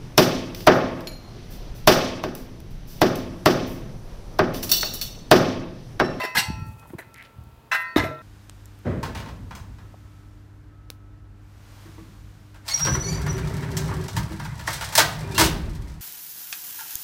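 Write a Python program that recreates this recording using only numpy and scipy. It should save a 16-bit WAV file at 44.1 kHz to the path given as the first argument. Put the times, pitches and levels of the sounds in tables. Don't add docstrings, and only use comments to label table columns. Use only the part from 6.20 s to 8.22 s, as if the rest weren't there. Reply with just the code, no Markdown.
import sys
import numpy as np
from scipy import signal
from scipy.fft import rfft, irfft, next_fast_len
from scipy.io import wavfile

SR = 44100
rng = np.random.default_rng(int(sys.argv[2]) if len(sys.argv) > 2 else 0)


def wrap_up_sound(samples):
    columns = np.atleast_2d(samples).T
    tamed = np.clip(columns, -1, 1)
    steps = np.round(tamed * 32767).astype(np.int16)
    wavfile.write(sys.argv[1], SR, steps)


def makeup_ratio(level_db):
    decades = np.asarray(level_db, float) / 20
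    return 10 ** decades


N = 89037
T = np.arange(N) / SR


def rms(x):
    return np.sqrt(np.mean(x ** 2))


def rms_one(x):
    return x / np.sqrt(np.mean(x ** 2) + 1e-20)


def curve(rows):
    s, db = np.transpose(rows)
    return makeup_ratio(np.interp(T, s, db, left=-150, right=-150))


def click(s, db):
    x = np.zeros(N)
    x[int(s * SR)] = makeup_ratio(db)
    return x


def ring(x, hz, t60):
    r, w = makeup_ratio(-60 / (t60 * SR)), 2 * np.pi * hz / SR
    return signal.lfilter([0, np.sin(w)], [1, -2 * r * np.cos(w), r * r], x + 1e-18)


def band(x, low_hz, high_hz):
    limits = [max(low_hz, 10), min(high_hz, .45 * SR)]
    return signal.sosfilt(signal.butter(2, limits, "band", fs=SR, output="sos"), x)


def colour(x, points):
    hz, db = np.transpose(points)
    edges = 28.3 * 2 ** np.arange(0, 9.6, .5)
    out = 0
    for k, (low, high) in enumerate(zip(edges, edges[1:])):
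        gain = makeup_ratio(np.interp(np.log(low * high) / 2, np.log(hz), db, left=-70))
        out = out + (-1) ** k * gain * band(x, low, high)
    return out


def grains(per_s, spread_db):
    size = makeup_ratio(spread_db * np.minimum(rng.exponential(1, N), 4)) * rng.choice([-1, 1], N)
    return rms_one(size * (rng.random(N) < per_s / SR))


def patches(db):
    return makeup_ratio(db * np.interp(T * 45, np.arange(400), rng.standard_normal(400)))


def spokes(force, rough):
    t60_s, level_db = 0.074, 2.0
    burst = rough[:SR // 10] * makeup_ratio(-60 * np.arange(SR // 10) / SR / t60_s)
    return force + makeup_ratio(level_db) * signal.fftconvolve(force, burst / np.sqrt(np.sum(burst ** 2)))[:N]


# pitch in Hz, width in Hz,
# then level in dB in the drag, the lift-off, the slide-on and the landing.
BODY_MODES = [(630, 120, 4.5, -32, -22, 15), (910, 200, -14.5, -1, -6.5, -28),
              (1313, 154, -20, -36, -1.5, -21), (1655, 67, 4, 1, 3.5, 5.5), (2054, 94, 0, -4.5, 0, 0),
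              (2690, 20, 4, -24, 3.5, -38), (3735, 79, -9, -2, -8, -1), (4080, 210, -28, -1.5, -18, -3),
              (5346, 69, -6, -5, -13, -29), (8020, 64, -32, -2, -46, -50), (12160, 1400, -7, -2.5, -30, -9)]


def scrape(k, pressure, grit_colour, body_db, grit_db):
    rough = grains(3500, 0.5)
    force = rough * pressure
    body = 0
    for j, (hz, width_hz, *db) in enumerate(BODY_MODES):
        t60_s = np.log(1000) / np.pi / width_hz
        mode = ring(force * patches(4.5), hz, t60_s)
        body = body + (-1) ** j * makeup_ratio(db[k]) * np.sqrt(width_hz) * mode
    grit = colour(spokes(force, rough), grit_colour)
    return (makeup_ratio(body_db) * rms_one(body) + makeup_ratio(grit_db) * rms_one(grit)) * rms(pressure)


LONG_MODE_HZ = [140, 648, 797, 873, 1013, 1342, 1551, 1853, 2026, 2530, 2612, 3908, 4484, 5720]
# t60 in seconds,
# then level in dB after the drag, the lift-off, the slide-on and the landing.
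LONG_MODES = [(0.7, -51, -60, -69, -29), (0.71, -36, -44.5, -41, -52), (0.34, -29.5, -23.5, -40, -49),
              (1.01, -52, -32, -65, -61), (0.71, -25.5, -36, -30, -35.5), (0.71, -45, -70, -28, -25.5),
              (0.91, -48, -72, -38, -42), (1.04, -33.5, -42.5, -26, -40.5), (0.43, -21, -46, -18.5, -31.5),
              (1.28, -45, -58, -41.5, -46.5), (0.7, -32.5, -34, -40, -47), (0.47, -47, -46, -47, -43),
              (0.58, -39, -34, -53, -60), (0.5, -42.5, -33.5, -54, -76)]


def ringing(k, struck_s, rise_s, damped_s):
    twin_hz, twin_share, damped_t60_s = 4.06, 0.37, 0.35
    since = np.maximum(T - struck_s, 0)
    out = 0
    for hz, (t60_s, *db) in zip(LONG_MODE_HZ, LONG_MODES):
        near_hz = hz + twin_hz * rng.uniform(0.455, 1.502)
        tone = np.sin(2 * np.pi * (hz * T + rng.random()))
        twin = np.sin(2 * np.pi * (near_hz * T + rng.random()))
        out = out + makeup_ratio(db[k] - 60 * since / t60_s) * (tone + twin_share * twin)
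    damping = makeup_ratio(-60 * np.maximum(T - damped_s, 0) / damped_t60_s)
    return out * (1 - np.exp(-since / rise_s)) * damping


# time in seconds, level in dB.
DRAG = [
    (0, -41),
    (.03, -50),
    (.038, -35),
    (.044, -46),
    (.05, -35.5),
    (.062, -51),
    (.085, -57),
    (.12, -62),
]
LIFT_OFF = [
    (0.146, -51),
    (0.152, -32.5),
    (.168, -32.5),
    (0.175, -25.5),
    (0.199, -27.5),
    (0.211, -36),
    (.24, -44),
    (.3, -58.5),
]
SLIDE_ON = [
    (1.513, -40),
    (1.52, -31.5),
    (1.538, -35),
    (1.553, -31),
    (1.569, -48),
    (1.63, -66),
]
LANDING = [
    (1.7606, -30),
    (1.776, -30),
    (1.801, -37),
    (1.837, -48.5),
    (1.837, -38),
    (1.853, -47.5),
    (1.885, -58),
    (1.929, -67),
]
# pitch in Hz, level in dB per Hz.
DRAG_GRIT = [(150, -24), (600, -13), (2000, -5), (4000, -17), (16000, -36)]
LIFT_GRIT = [(70, 0), (900, -18), (2000, 0), (6000, -12), (16000, -28)]
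SLIDE_GRIT = [(400, -51), (1000, -0.5), (2200, -3.5), (4000, -20.5), (16000, -27.5)]
LAND_GRIT = [(50, 9), (400, -1), (2000, -4.5), (5000, -21), (16000, -41.5)]
# struck at in seconds, rise
# in seconds, damped by the next contact at in seconds (3: rings on to the end).
CONTACT_MIX = [
    (5.5, 9.5, -.02, 0.026, 0.18),
    (5, 4.5, 0.163, 0.041, 3),
    (8.5, 7, 1.515, 0.005, 1.765),
    (5.5, 11, 1.775, 0.015, 3),
]


def contacts():
    pressures = DRAG, LIFT_OFF, SLIDE_ON, LANDING
    grits = DRAG_GRIT, LIFT_GRIT, SLIDE_GRIT, LAND_GRIT
    scrapes, rings = 0, 0
    for k, (body_db, grit_db, struck_s, rise_s, damped_s) in enumerate(CONTACT_MIX):
        scrapes = scrapes + scrape(k, curve(pressures[k]), grits[k], body_db, grit_db)
        rings = rings + ringing(k, struck_s, rise_s, damped_s)
    return scrapes, rings


THUD_S = [
    1.7622,
    1.835,
    .037,
    .048,
    .734,
]
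# peak in dB, pitch in Hz, t60 in seconds.
THUDS = [(0.5, 320, 0.025), (-10.5, 310, 0.013), (-23.5, 426, 0.038), (-23.5, 380, 0.038),
         (-27, 341, 0.061)]


def thuds():
    out = 0
    for s, (db, hz, t60_s) in zip(THUD_S, THUDS):
        out = out - band(ring(click(s, db), hz, t60_s), hz / 2, hz * 2)
    return out


PING_S = [1.035, 1.99, 1.76, 1.761, .172, .168, 1.549, 1.52, 1.517, 1.523, 1.885, 1.847, 1.912, 1.802,
          1.838, 1.77, 1.762, .152, .151, .17, .18, .196, .232, .186, .017, .02, .045, .034, 1.535, 1.556,
          1.518, 1.526, 1.78, 1.846, .79, .818, .784, .656, .699, .74]
# pitch in Hz, level in dB, t60 in seconds.
PINGS = [(9900, -62, 0.11), (3570, -49, 0.031), (1870, -13, 0.011), (3705, -21, 0.034), (2024, -19, 0.091),
         (1678, -17.5, 0.12), (1600, -18.5, 0.11), (6020, -34, 0.074), (2640, -20.5, 0.077),
         (4020, -30.5, 0.17), (469, -38.5, 0.46), (647.6, -23, .2), (625, -30, 0.24), (2060, -19, 0.053),
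         (2113, -28, 0.094), (2005, -21.5, 0.042), (1021, -20.5, 0.2), (5240, -31.5, 0.088),
         (1270, -24.5, 0.072), (3640, -24, .08), (4710, -23.5, .06), (5400, -27, 0.046), (4400, -29, 0.11),
         (5740, -23, 0.11), (2690, -25, 0.075), (5280, -42, .08), (5350, -39, 0.18), (1850, -27, .05),
         (5260, -36, .1), (2700, -28, 0.18), (3425, -35, 0.18), (4320, -38, 0.19), (5260, -29, 0.04),
         (11900, -44.5, 0.078), (4040, -40.5, 0.023), (1780, -40, .04), (712, -42, 0.033),
         (970, -39.5, .03), (1920, -48, 0.022), (1050, -43, 0.024)]


def pings():
    return sum(ring(click(s, db), hz, t60_s) for s, (hz, db, t60_s) in zip(PING_S, PINGS))


# start in seconds, length in seconds, from
# Hz, to Hz, peak in dB.
SQUEAKS = [
    (.169, 0.013, 2240, 1850, -15.5),
    (.184, 0.028, 3630, 4400, -28.5),
    (.186, .024, 2495, 2930, -27.5),
    (1.635, .13, 4440, 4470, -54),
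]


def squeaks():
    out = 0
    for s, length, from_hz, to_hz, db in SQUEAKS:
        part = np.clip((T - s) / length, 0, 1)
        cycles = length * part * (from_hz + (to_hz - from_hz) * part / 2)
        out = out + makeup_ratio(db) * np.sin(np.pi * part) * np.sin(2 * np.pi * cycles)
    return out


TURNING_HZ = [1342, 2530]
TURNING_S = [.19, .23, .34, .42, .48, .53, .6, .66, .72, .85, .92, 1.02, 1.12, 1.3, 1.5]
TURNING_DB = [
    [-52, -46, -53.5, -46.5, -51.5, -65, -59.5, -60, -78, -70, -59.5, -58, -61, -65.5, -69],
    [-45, -48, -51, -48.5, -61, -75, -55.5, -62, -67, -65, -66, -61, -71, -73, -73],
]


def turning_rim():
    out = 0
    for hz, levels in zip(TURNING_HZ, TURNING_DB):
        gain = np.sqrt(2) * curve(np.transpose([TURNING_S, levels]))
        out = out + gain * np.sin(2 * np.pi * hz * T)
    return out


# start in seconds, length in seconds, level in dB, centre in Hz, width in octaves.
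RUSTLES = [(0.39, 0.34, -62.5, 11000, 1.8), (0.67, 0.09, -59, 13000, 1.2), (0.781, 0.054, -51.5, 9800, 1.3),
           (0.781, 0.034, -39, 1850, 0.49), (0.94, 0.13, -47.5, 2000, 0.51),
           (0.97, 0.018, -58.5, 10700, 0.53), (1.035, 0.038, -53, 2400, 1.4),
           (1.578, 0.059, -52.5, 11500, 0.54), (1.843, 0.042, -56, 10400, 0.65),
           (0.78, 0.038, -41.5, 530, 1.45), (0.62, 0.038, -52, 680, 2.15), (0.697, 0.023, -50.5, 600, 2.9),
           (.81, 0.031, -51, 1680, 0.9), (1.758, .04, -39.5, 12300, 0.53), (0.731, .02, -48, 600, 1.7)]


def rustles():
    out = 0
    for s, length, db, hz, octaves in RUSTLES:
        shape = np.clip(np.minimum((T - s) / 0.0065, (s + length - T) / (0.44 * length)), 0, 1)
        rub = shape * grains(770 * (1 + hz / 2000), 3.1) * patches(3.5)
        low, high = hz / 2 ** (octaves / 2), hz * 2 ** (octaves / 2)
        rub = band(band(rub, low, high), low / 3.3, high * 6.0)
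        out = out + makeup_ratio(db) * rms_one(rub) * rms(shape)
    return out


# time in seconds, peak in dB, centre in Hz.
TICKS = [(0.597, -39.5, 6100), (.943, -27.5, 6800), (.961, -34, 2180), (.985, -40, 3020),
         (1.026, -34.5, 11800), (1.239, -40, 12400), (0.806, -34, 1500), (1.011, -38, 2000),
         (1.026, -31.5, 2000), (1.072, -43, 2200)]


def ticks():
    out = 0
    for s, db, hz in TICKS:
        tick = band(band(click(s, 0), hz / 2, hz * 2), hz / 2, hz * 2)
        out = out + makeup_ratio(db) * tick / np.abs(tick).max()
    return out


PUFF_S = [.18, .284, .301, .385, .418, .491, .748, 1.183, 1.208, 1.268, .704, .384, 1.325, 1.37, .87, 1.155,
          1.86]
# peak in dB, pitch in Hz.
PUFFS = [(-14, 177), (-14, 99), (-10, 178), (-17.5, 69), (-19, 85), (-23, 86), (-19, 134), (-25.5, 95),
         (-27, 89), (-29.5, 76), (-26.5, 185), (-24.5, 190), (-32, 75), (-35.5, 61), (-33, 130), (-34, 92),
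         (-23, 203)]
# time in seconds, level in dB.
BUFFET = [
    (.2, -35),
    (.23, -78),
    (.28, -39),
    (.42, -32.5),
    (.62, -49.5),
    (1.12, -66),
    (1.2, -46.5),
    (1.45, -68),
]


def air():
    out = curve(BUFFET) * rms_one(band(band(rng.standard_normal(N), 45, 139), 37, 394))
    for s, (db, hz) in zip(PUFF_S, PUFFS):
        out = out + band(ring(click(s, db), hz, 2.75 / hz), hz * 0.61, hz * 2.1)
    return out


def shop(x):
    t60_s, wall_cut_hz = 0.48, 18600
    size = next_fast_len(N + SR)
    w = 2 * np.pi * np.arange(size // 2 + 1) / size
    dull = 1 / (1 + 1j * w * SR / (2 * np.pi * wall_cut_hz)) ** 0.62
    echoes = 0
    for k, lag_s in enumerate(rng.uniform(.011, .045, 12)):
        one_round = makeup_ratio(-60 * lag_s / t60_s) * dull * np.exp(-1j * w * lag_s * SR)
        echoes = echoes + (-1) ** k * one_round / (1 - one_round)
    return irfft(rfft(x, size) * echoes, size)[:N]


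# pitch in Hz, level in dB per Hz.
HISS = [(30, 0.5), (70, 3.5), (250, -2.5), (1250, -9), (1700, -16.5), (3000, -18.5), (7000, -28.5),
        (16000, -26)]
# pitch in Hz, level in dB.
FAINT_TONES = [
    (120, -55),
    (912, -60),
]


def background():
    out = makeup_ratio(-55) * rms_one(colour(rng.standard_normal(N), HISS))
    for hz, db in FAINT_TONES:
        waver = np.interp(T, np.arange(0, 2.2, .12), rng.standard_normal(19))
        out = out + makeup_ratio(db - 2.5 + 0.83 * waver) * np.sin(2 * np.pi * hz * T)
    return out


def scene():
    scrapes, rings = contacts()
    knocks = scrapes + thuds() + pings() + squeaks() + turning_rim() + rustles() + ticks()
    return (knocks + makeup_ratio(-24.5) * shop(knocks) + rings + air() + background())[None]


def roll_off(x):
    return signal.sosfilt(signal.butter(12, 16830, fs=SR, output="sos"), x)


def record(dry):
    rounded = .75 * np.tanh(dry / 0.77)
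    finished = signal.sosfilt(signal.cheby2(10, 50, 17000, fs=SR, output="sos"), rounded)
    return roll_off(finished)


dry = scene()
out = record(dry)
wrap_up_sound(out)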